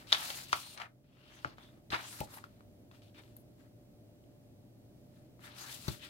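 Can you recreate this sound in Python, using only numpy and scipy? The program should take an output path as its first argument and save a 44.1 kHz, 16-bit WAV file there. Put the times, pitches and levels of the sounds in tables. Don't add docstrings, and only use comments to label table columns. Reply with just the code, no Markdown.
import sys
import numpy as np
from scipy import signal
from scipy.fft import rfft, irfft, next_fast_len
from scipy.io import wavfile

SR = 44100
rng = np.random.default_rng(int(sys.argv[2]) if len(sys.argv) > 2 else 0)


def bounce(signal):
    frames = np.transpose(np.atleast_2d(signal))
    limited = np.clip(frames, -1, 1)
    pcm = np.round(limited * 32767).astype(np.int16)
    wavfile.write(sys.argv[1], SR, pcm)


N = 268657

# [f/Hz, relative level/dB per Hz]
ROOM_SPECTRUM = [(25, -9.5), (55, -2), (68, -7), (95, 0), (180, -3), (300, -2.5), (450, -12.5),
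                 (650, -11.5), (780, -18.5), (950, -26), (1300, -29.5), (2200, -31.5), (4200, -32.5),
                 (7200, -36.5), (14000, -36)]
# [f/Hz, likeness from -1 to 1]
ROOM_LIKENESS = [(60, 0.69), (240, 0.88), (950, 0.069), (3770, -0.59), (15000, 0.24)]
# [f/Hz, pitch wander/Hz, level before the room's swell/dB]
HUM_LINES = [(119.2, 18, -69), (592.5, 4, -76.5)]
# [t/s, level/dB]
ROOM_SWELL_CURVE = [(0, 5), (.5, 2.5), (1.1, -2), (1.5, 3), (2.5, 4)]
# [start t/s, peak t/s, end t/s, start level below peak/dB,
# end level below peak/dB, flapping sheet level/dB, creaking fold level/dB, sliding hiss level/dB]
HAND_STROKES = [(0, .001, 0.065, -1.5, 9, -57, -65.5, -62), (0.068, 0.143, .22, 21, 3.5, -46, -44.5, -47),
                (0.182, 0.238, 0.44, 5, 6.5, -49.5, -48.5, -44),
                (0.456, 0.559, 0.75, 12.5, 10.5, -54, -50, -49),
                (0.765, 0.818, 0.87, 17, 17.5, -41.5, -57, -61.5),
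                (1.04, 1.23, 1.4, 15.5, 3.5, -69.5, -68.5, -79.5),
                (1.255, 1.397, 1.5, 8, 5, -64, -65, -69.5), (1.44, 1.475, 1.54, 8, 8.5, -57, -62.5, -85),
                (1.571, 1.631, 1.805, 7, 16.5, -62, -68.5, -71.5),
                (1.921, 1.947, 1.99, 4.5, 23.5, -31, -37, -53.5),
                (1.909, 2.012, 2.095, -0.5, 7.5, -51, -54, -57.5),
                (2.03, 2.127, 2.248, 10, 3, -58.5, -60.5, -52),
                (2.27, 2.343, 2.45, 10, 13.5, -57, -65.5, -57.5), (2.41, 2.462, 2.63, 1, 12, -70, -75, -79),
                (2.92, 2.95, 3, 5, 8, -68.5, -70.5, -72.5), (3.019, 3.035, 3.1, 3, 8, -77, -68, -73.5),
                (3.143, 3.191, 3.216, 12, 10, -58.5, -62, -67), (3.22, 3.258, 3.4, 0, 9, -77, -76, -75),
                (3.57, 3.615, 3.68, 9, 12.5, -72, -79.5, -77),
                (5.08, 5.163, 5.26, 12, 8, -73.5, -80.5, -78), (5.404, 5.454, 5.5, 14, 9, -57, -65, -57.5),
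                (5.456, 5.538, 5.7, 7, 5, -59.5, -59, -70),
                (5.549, 5.588, 5.76, 12.5, 4, -55.5, -58.5, -52.5),
                (5.663, 5.72, 5.78, 9.5, 11.5, -55, -54.5, -49.5),
                (5.744, 5.92, 5.99, 6, 12.5, -58, -58, -51),
                (5.992, 6.046, 6.12, 14, 17.5, -55, -49.5, -57.5)]
# [t/s, left-over-right level/dB]
HAND_SIDEWAYS = [(0, 3), (.6, 3.5), (1.0, 4.5), (1.9, 2), (2.4, 3), (3.4, 5.5), (5.4, 4), (6.09, 7.5)]
# [f/Hz, width before broadening/Hz, relative level/dB]
SHEET_MODES = [(840, 450, 10.5), (1260, 216, 13), (1620, 814, 10.5)]
# [f/Hz, width before broadening/Hz, relative level/dB]
FOLD_MODES = [(2670, 890, -2), (3640, 640, -2.5), (4130, 700, -3), (5288, 1200, -13)]
# [f/Hz, relative level/dB per Hz]
SLIDE_SPECTRUM = [(2350, -29.5), (4000, -2.5), (5880, -6.5), (6560, -6), (7750, -6), (12100, -8),
                  (15800, -12)]
# [t/s, click level/dB, click f/Hz, click rise/ms, rattle level relative to click/dB]
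BUCKLES = [(.072, -50, 5000, .3, -10), (0.1216, -24, 3520, 0.45, -7), (0.1267, -4.5, 3660, 0.45, -20),
           (0.147, -22, 3170, 0.24, -12), (0.3028, -31, 3180, 0.48, -9.5), (0.5288, -19, 3100, 0.19, -15.5),
           (0.5289, -27.5, 5840, 0.3, -17), (0.5297, -16, 1250, 0.52, -12.5), (0.776, -45.5, 2480, 0.4, -2),
           (0.8, -37.5, 2044, 0.086, -9.5), (.818, -37, 2900, 0.57, -14), (1.447, -19, 1455, 0.54, -27),
           (1.583, -39.5, 1190, 0.21, -17), (1.637, -52, 4500, 0.18, -14.5), (1.904, -34, 4000, 0.2, -13),
           (2.204, -32.5, 2510, 0.4, -13.5), (2.338, -44, 1410, 0.18, -11.5), (2.372, -40.5, 886, 1.3, -18),
           (2.44, -35.5, 1364, 0.9, -20.5), (2.607, -51, 1280, 0.71, -19), (2.913, -51, 1107, 0.26, -13),
           (2.914, -56, 3630, .4, -14), (3.02, -54.5, 3080, 0.21, -12.5), (3.146, -54.5, 2370, 0.28, -14),
           (3.236, -57, 3300, 0.36, -12.5), (3.278, -58, 2510, 0.29, -15), (3.366, -39.5, 11760, 0.35, -26),
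           (3.368, -46, 13500, 0.5, -26), (4.24, -65, 3000, 0.36, -15), (5.393, -54.5, 1123, 0.31, -13),
           (5.881, -34, 4360, 0.31, -4)]
# [t/s, level before mode weighting/dB, f of the touch/Hz]
DESK_PATS = [(.302, -41.5, 700), (.531, -38, 599), (1.449, -37.5, 497), (1.456, -39, 250),
             (1.905, -41, 110), (1.93, -34, 318), (2.206, -31.5, 127), (2.211, -30, 760), (2.233, -45, 835),
             (5.882, -27, 149.8)]
# [f/Hz, level before pitch weighting/dB, rise/ms]
DESK_MODES = [(135, 0, 2.6), (208, -2, 1.8), (316, -0.5, 1.96), (561, 0, 1.54), (842, -2, 3)]
# [start t/s, end t/s, level before the fades/dB, first f/Hz, last f/Hz, width/Hz]
PAGE_RUBS = [(.53, .56, -48, 4600, 4400, 400), (0.55, 0.792, -58.5, 4400, 4000, 500),
             (0.563, 0.824, -60.5, 9030, 9000, 900), (1.146, 1.447, -69, 2600, 3600, 600),
             (1.302, 1.423, -70, 6300, 6000, 900), (1.565, 1.719, -66, 3400, 3600, 500),
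             (1.915, 1.965, -37.5, 900, 1600, 400), (2.001, 2.197, -54, 5000, 13600, 3000),
             (2.313, 2.397, -54.5, 11400, 11400, 4020), (3.148, 3.219, -65, 2380, 2400, 300),
             (3.161, 3.22, -66, 3400, 3700, 500), (3.358, 3.434, -71, 12000, 11500, 4000),
             (5.41, 5.49, -62.5, 2600, 4600, 900), (5.583, 5.66, -55, 6380, 6600, 600),
             (5.558, 5.66, -56, 5540, 4230, 1100), (5.591, 5.767, -56, 1150, 2400, 800),
             (6.0, 6.082, -57.5, 2500, 2900, 700)]
# [t/s, noise level/dB]
EDGE_TICKS = [(2.205, -35.5), (5.881, -40.5)]

ROOM_DB = -63
PORT_LAG_MS = 0.3
PAPER_ALIKE = 0.29
TOUCH_S, RELEASE_S = 0.01, 0.047
RATTLE_T60_S = 0.058
DESK_DB_PER_OCTAVE = 6
RUB_SLIPS_PER_S, RUB_SPREAD_DB = 3000, 2.5
ROOM_T60_S, WALL_CUT_HZ, ECHO_DB = 0.2, 3300, -12
CUTOFF_HZ = 15830


def from_db(db):
    return 10 ** (np.asarray(db) / 20)


def rms_one(x):
    return x / np.sqrt(np.mean(x ** 2) + 1e-20)


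def in_time(curve):
    times, levels = np.transpose(curve)
    return np.interp(np.arange(N) / SR, times, levels)


def at_hz(points, hz):
    points_hz, values = np.transpose(points)
    return np.interp(np.log(hz), np.log(points_hz), values)


def drift(rate_hz):
    step = 40
    pole = np.exp(-2 * np.pi * rate_hz * step / SR)
    noise = rng.standard_normal(N // step + 2002)
    slow = signal.lfilter([1], [1, -2 * pole, pole ** 2], noise)[2000:]
    return np.interp(np.arange(N) / step, np.arange(len(slow)), rms_one(slow))


def resonance(x, hz, width_hz):
    r = np.exp(-np.pi * width_hz / SR)
    edge = (1 - r * r) / 2
    return signal.lfilter([edge, 0, -edge], [1, -2 * r * np.cos(2 * np.pi * hz / SR), r * r], x)


def broad_mode(x, hz, width_hz):
    return resonance(resonance(x, hz, width_hz), hz, width_hz)


def coloured_noise(spectrum, alike_at):
    size = next_fast_len(N)
    hz = np.maximum(np.arange(size // 2 + 1) * SR / size, 1)
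    mid, side = rfft(rng.standard_normal((2, size))) * from_db(at_hz(spectrum, hz))
    alike = np.clip(at_hz(alike_at, hz), -1, 1)
    both = np.sqrt(1 + alike) * mid + np.sqrt(1 - alike) * side * [[1], [-1]]
    return rms_one(irfft(both, size)[:, :N])


def slip_train(shape, per_s, spread_db):
    sizes = from_db(spread_db * np.minimum(rng.exponential(1, shape), 4))
    signs = rng.choice([-1, 1], shape)
    return sizes * signs * (rng.random(shape) < per_s / SR)


def ports(direct, scattered, pan_db):
    late = np.roll(direct, round(PORT_LAG_MS * SR / 1000))
    left = from_db(pan_db / 2) * (direct + scattered[0])
    right = from_db(-pan_db / 2) * (late + scattered[1])
    return np.array([left, right])


def background():
    tone = from_db(ROOM_DB + 0.28 * drift(5.4)) * coloured_noise(ROOM_SPECTRUM, ROOM_LIKENESS)
    for hz, wander_hz, db in HUM_LINES:
        turns = np.cumsum(hz + wander_hz / 2 * drift(2.7)) / SR + rng.random()
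        tone = tone + from_db(db + 1.7 * drift(4.1)) * np.sqrt(2) * np.sin(2 * np.pi * turns)
    return from_db(in_time(ROOM_SWELL_CURVE)) * tone


def strokes():
    t, power = np.arange(N) / SR, np.zeros((3, N))
    for start, peak, end, swell_db, fade_db, *layers_db in HAND_STROKES:
        times = np.maximum.accumulate([start - TOUCH_S, start, peak, end, end + RELEASE_S])
        levels_db = [-swell_db - 30, -swell_db, 0, -fade_db, -fade_db - 30]
        shape_db = np.interp(t, times, levels_db, left=-200, right=-200)
        power += from_db(np.add.outer(layers_db, shape_db)) ** 2
    return np.sqrt(power)


def crackle(modes, per_s, spread_db, clump_db, bend_db):
    slips = slip_train((3, N), per_s, spread_db) * from_db(clump_db * drift(35)) + 1e-18
    rung = np.zeros((3, N))
    for k, (hz, width_hz, db) in enumerate(modes):
        gain = (-1) ** k * from_db(db + bend_db * drift(5.0))
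        rung += gain * broad_mode(slips, hz, 1.5 * width_hz)
    rung = rms_one(rung)
    return np.sqrt(PAPER_ALIKE) * rung[0], np.sqrt(1 - PAPER_ALIKE) * rung[1:]


def handling(pan_db):
    sheet_gain, fold_gain, slide_gain = strokes()
    sheet = ports(*crackle(SHEET_MODES, per_s=2300, spread_db=3.5, clump_db=3.0, bend_db=1.46), pan_db)
    fold = ports(*crackle(FOLD_MODES, per_s=1900, spread_db=3.0, clump_db=2.0, bend_db=1.6), pan_db)
    slide_alike = [(1000, 0.058), (9000, 0.0081)]  # f/Hz, left-right likeness
    hiss = slide_gain * from_db(1.5 * drift(41.6)) * coloured_noise(SLIDE_SPECTRUM, slide_alike)
    return sheet_gain * sheet + fold_gain * fold + ports(np.zeros(N), hiss, pan_db)


def blow(hz, rise_ms, t):
    swell = t / (rise_ms / 1000)
    return swell * np.exp(1 - swell) * np.sin(2 * np.pi * hz * t)


def snaps(pan_db):
    out, t = np.zeros((2, N + SR)), np.arange(SR // 4) / SR
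    modes = SHEET_MODES + FOLD_MODES + [(7660, 2600, -9.5), (12490, 4000, -12.5)]
    decay = from_db(-60 * t / RATTLE_T60_S)
    crack = 1 + 1.394 * np.exp(-t / 0.00044)
    for s, db, click_hz, rise_ms, rattle_db in BUCKLES:
        noise = rng.standard_normal((3, len(t)))
        rattle = np.zeros((3, len(t)))
        for hz, width_hz, level_db in modes:
            near_db = level_db - 8.2 * abs(np.log2(hz / click_hz))
            rattle += from_db(near_db) * broad_mode(noise, hz, 2.3 * width_hz)
        rattle = rms_one(rattle) * from_db(rattle_db) * decay * crack
        direct = blow(click_hz, rise_ms, t) + rattle[0]
        at = round(s * SR)
        out[:, at:at + len(t)] += from_db(db) * ports(direct, 1.054 * rattle[1:], pan_db[at])
    return out[:, :N]


def pats(pan_db):
    out, t = np.zeros((2, N + SR)), np.arange(SR // 4) / SR
    for s, db, touch_hz in DESK_PATS:
        thump = np.zeros(len(t))
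        for hz, level_db, rise_ms in DESK_MODES:
            near_db = level_db - DESK_DB_PER_OCTAVE * abs(np.log2(hz / touch_hz))
            thump += from_db(near_db) * blow(hz, rise_ms, t)
        at = round(s * SR)
        out[:, at:at + len(t)] += from_db(db) * ports(thump, np.zeros((2, len(t))), pan_db[at] + 4.0)
    return out[:, :N]


def rub(length, first_hz, last_hz, width_hz):
    turn = np.exp(2j * np.pi * np.cumsum(np.geomspace(first_hz, last_hz, length)) / SR)
    slips = slip_train((2, length), RUB_SLIPS_PER_S, RUB_SPREAD_DB) + 1e-18
    r = np.exp(-np.pi * width_hz / SR)
    ringing = turn * signal.lfilter([1], [1, -2 * r, r * r], slips / turn)
    return rms_one(np.real(ringing))


def rubs(pan_db):
    out = np.zeros((2, N))
    for start, end, db, first_hz, last_hz, width_hz in PAGE_RUBS:
        a, b = round(start * SR), round(end * SR)
        fade = np.sqrt(np.hanning(b - a))
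        out[:, a:b] += from_db(db) * fade * rub(b - a, first_hz, last_hz, width_hz)
    return ports(np.zeros(N), out, pan_db)


def edge_ticks(pan_db):
    out, t = np.zeros((2, N + SR)), np.arange(SR // 4) / SR
    for s, db in EDGE_TICKS:
        bright = np.diff(rng.standard_normal((2, len(t))), prepend=0)
        tick = bright * np.exp(-t / 0.0026)
        at = round(s * SR)
        out[:, at:at + len(t)] += from_db(db) * ports(np.zeros(len(t)), tick, pan_db[at])
    return out[:, :N]


def walls(x):
    size = next_fast_len(N + SR)
    turn = np.exp(-2j * np.pi * np.arange(size // 2 + 1) / size)
    dull = np.exp(-2 * np.pi * WALL_CUT_HZ / SR)
    damping = (1 - dull) / (1 - dull * turn)
    answer = np.zeros((2, len(turn)), complex)
    lags = (rng.uniform(0.008, 0.03, 16) * SR).astype(int)
    for k, lag in enumerate(lags):
        loop = from_db(-60 * lag / SR / ROOM_T60_S) * damping * np.exp(lag * np.log(turn))
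        answer[k % 2] += loop / (1 - loop) * (-1) ** (k // 2)
    return irfft(rfft(x, size) * answer, size)[:, :N]


def scene():
    pan_db = in_time(HAND_SIDEWAYS)
    paper = handling(pan_db) + snaps(pan_db) + pats(pan_db) + rubs(pan_db) + edge_ticks(pan_db)
    return paper + from_db(ECHO_DB) * walls(paper.mean(axis=0)) + background()


def record(dry):
    thin = signal.sosfilt(signal.butter(2, 40, "high", fs=SR, output="sos"), dry)
    return signal.sosfilt(signal.ellip(12, 0.5, 70, CUTOFF_HZ, fs=SR, output="sos"), thin)


dry = scene()
out = record(dry)
bounce(out)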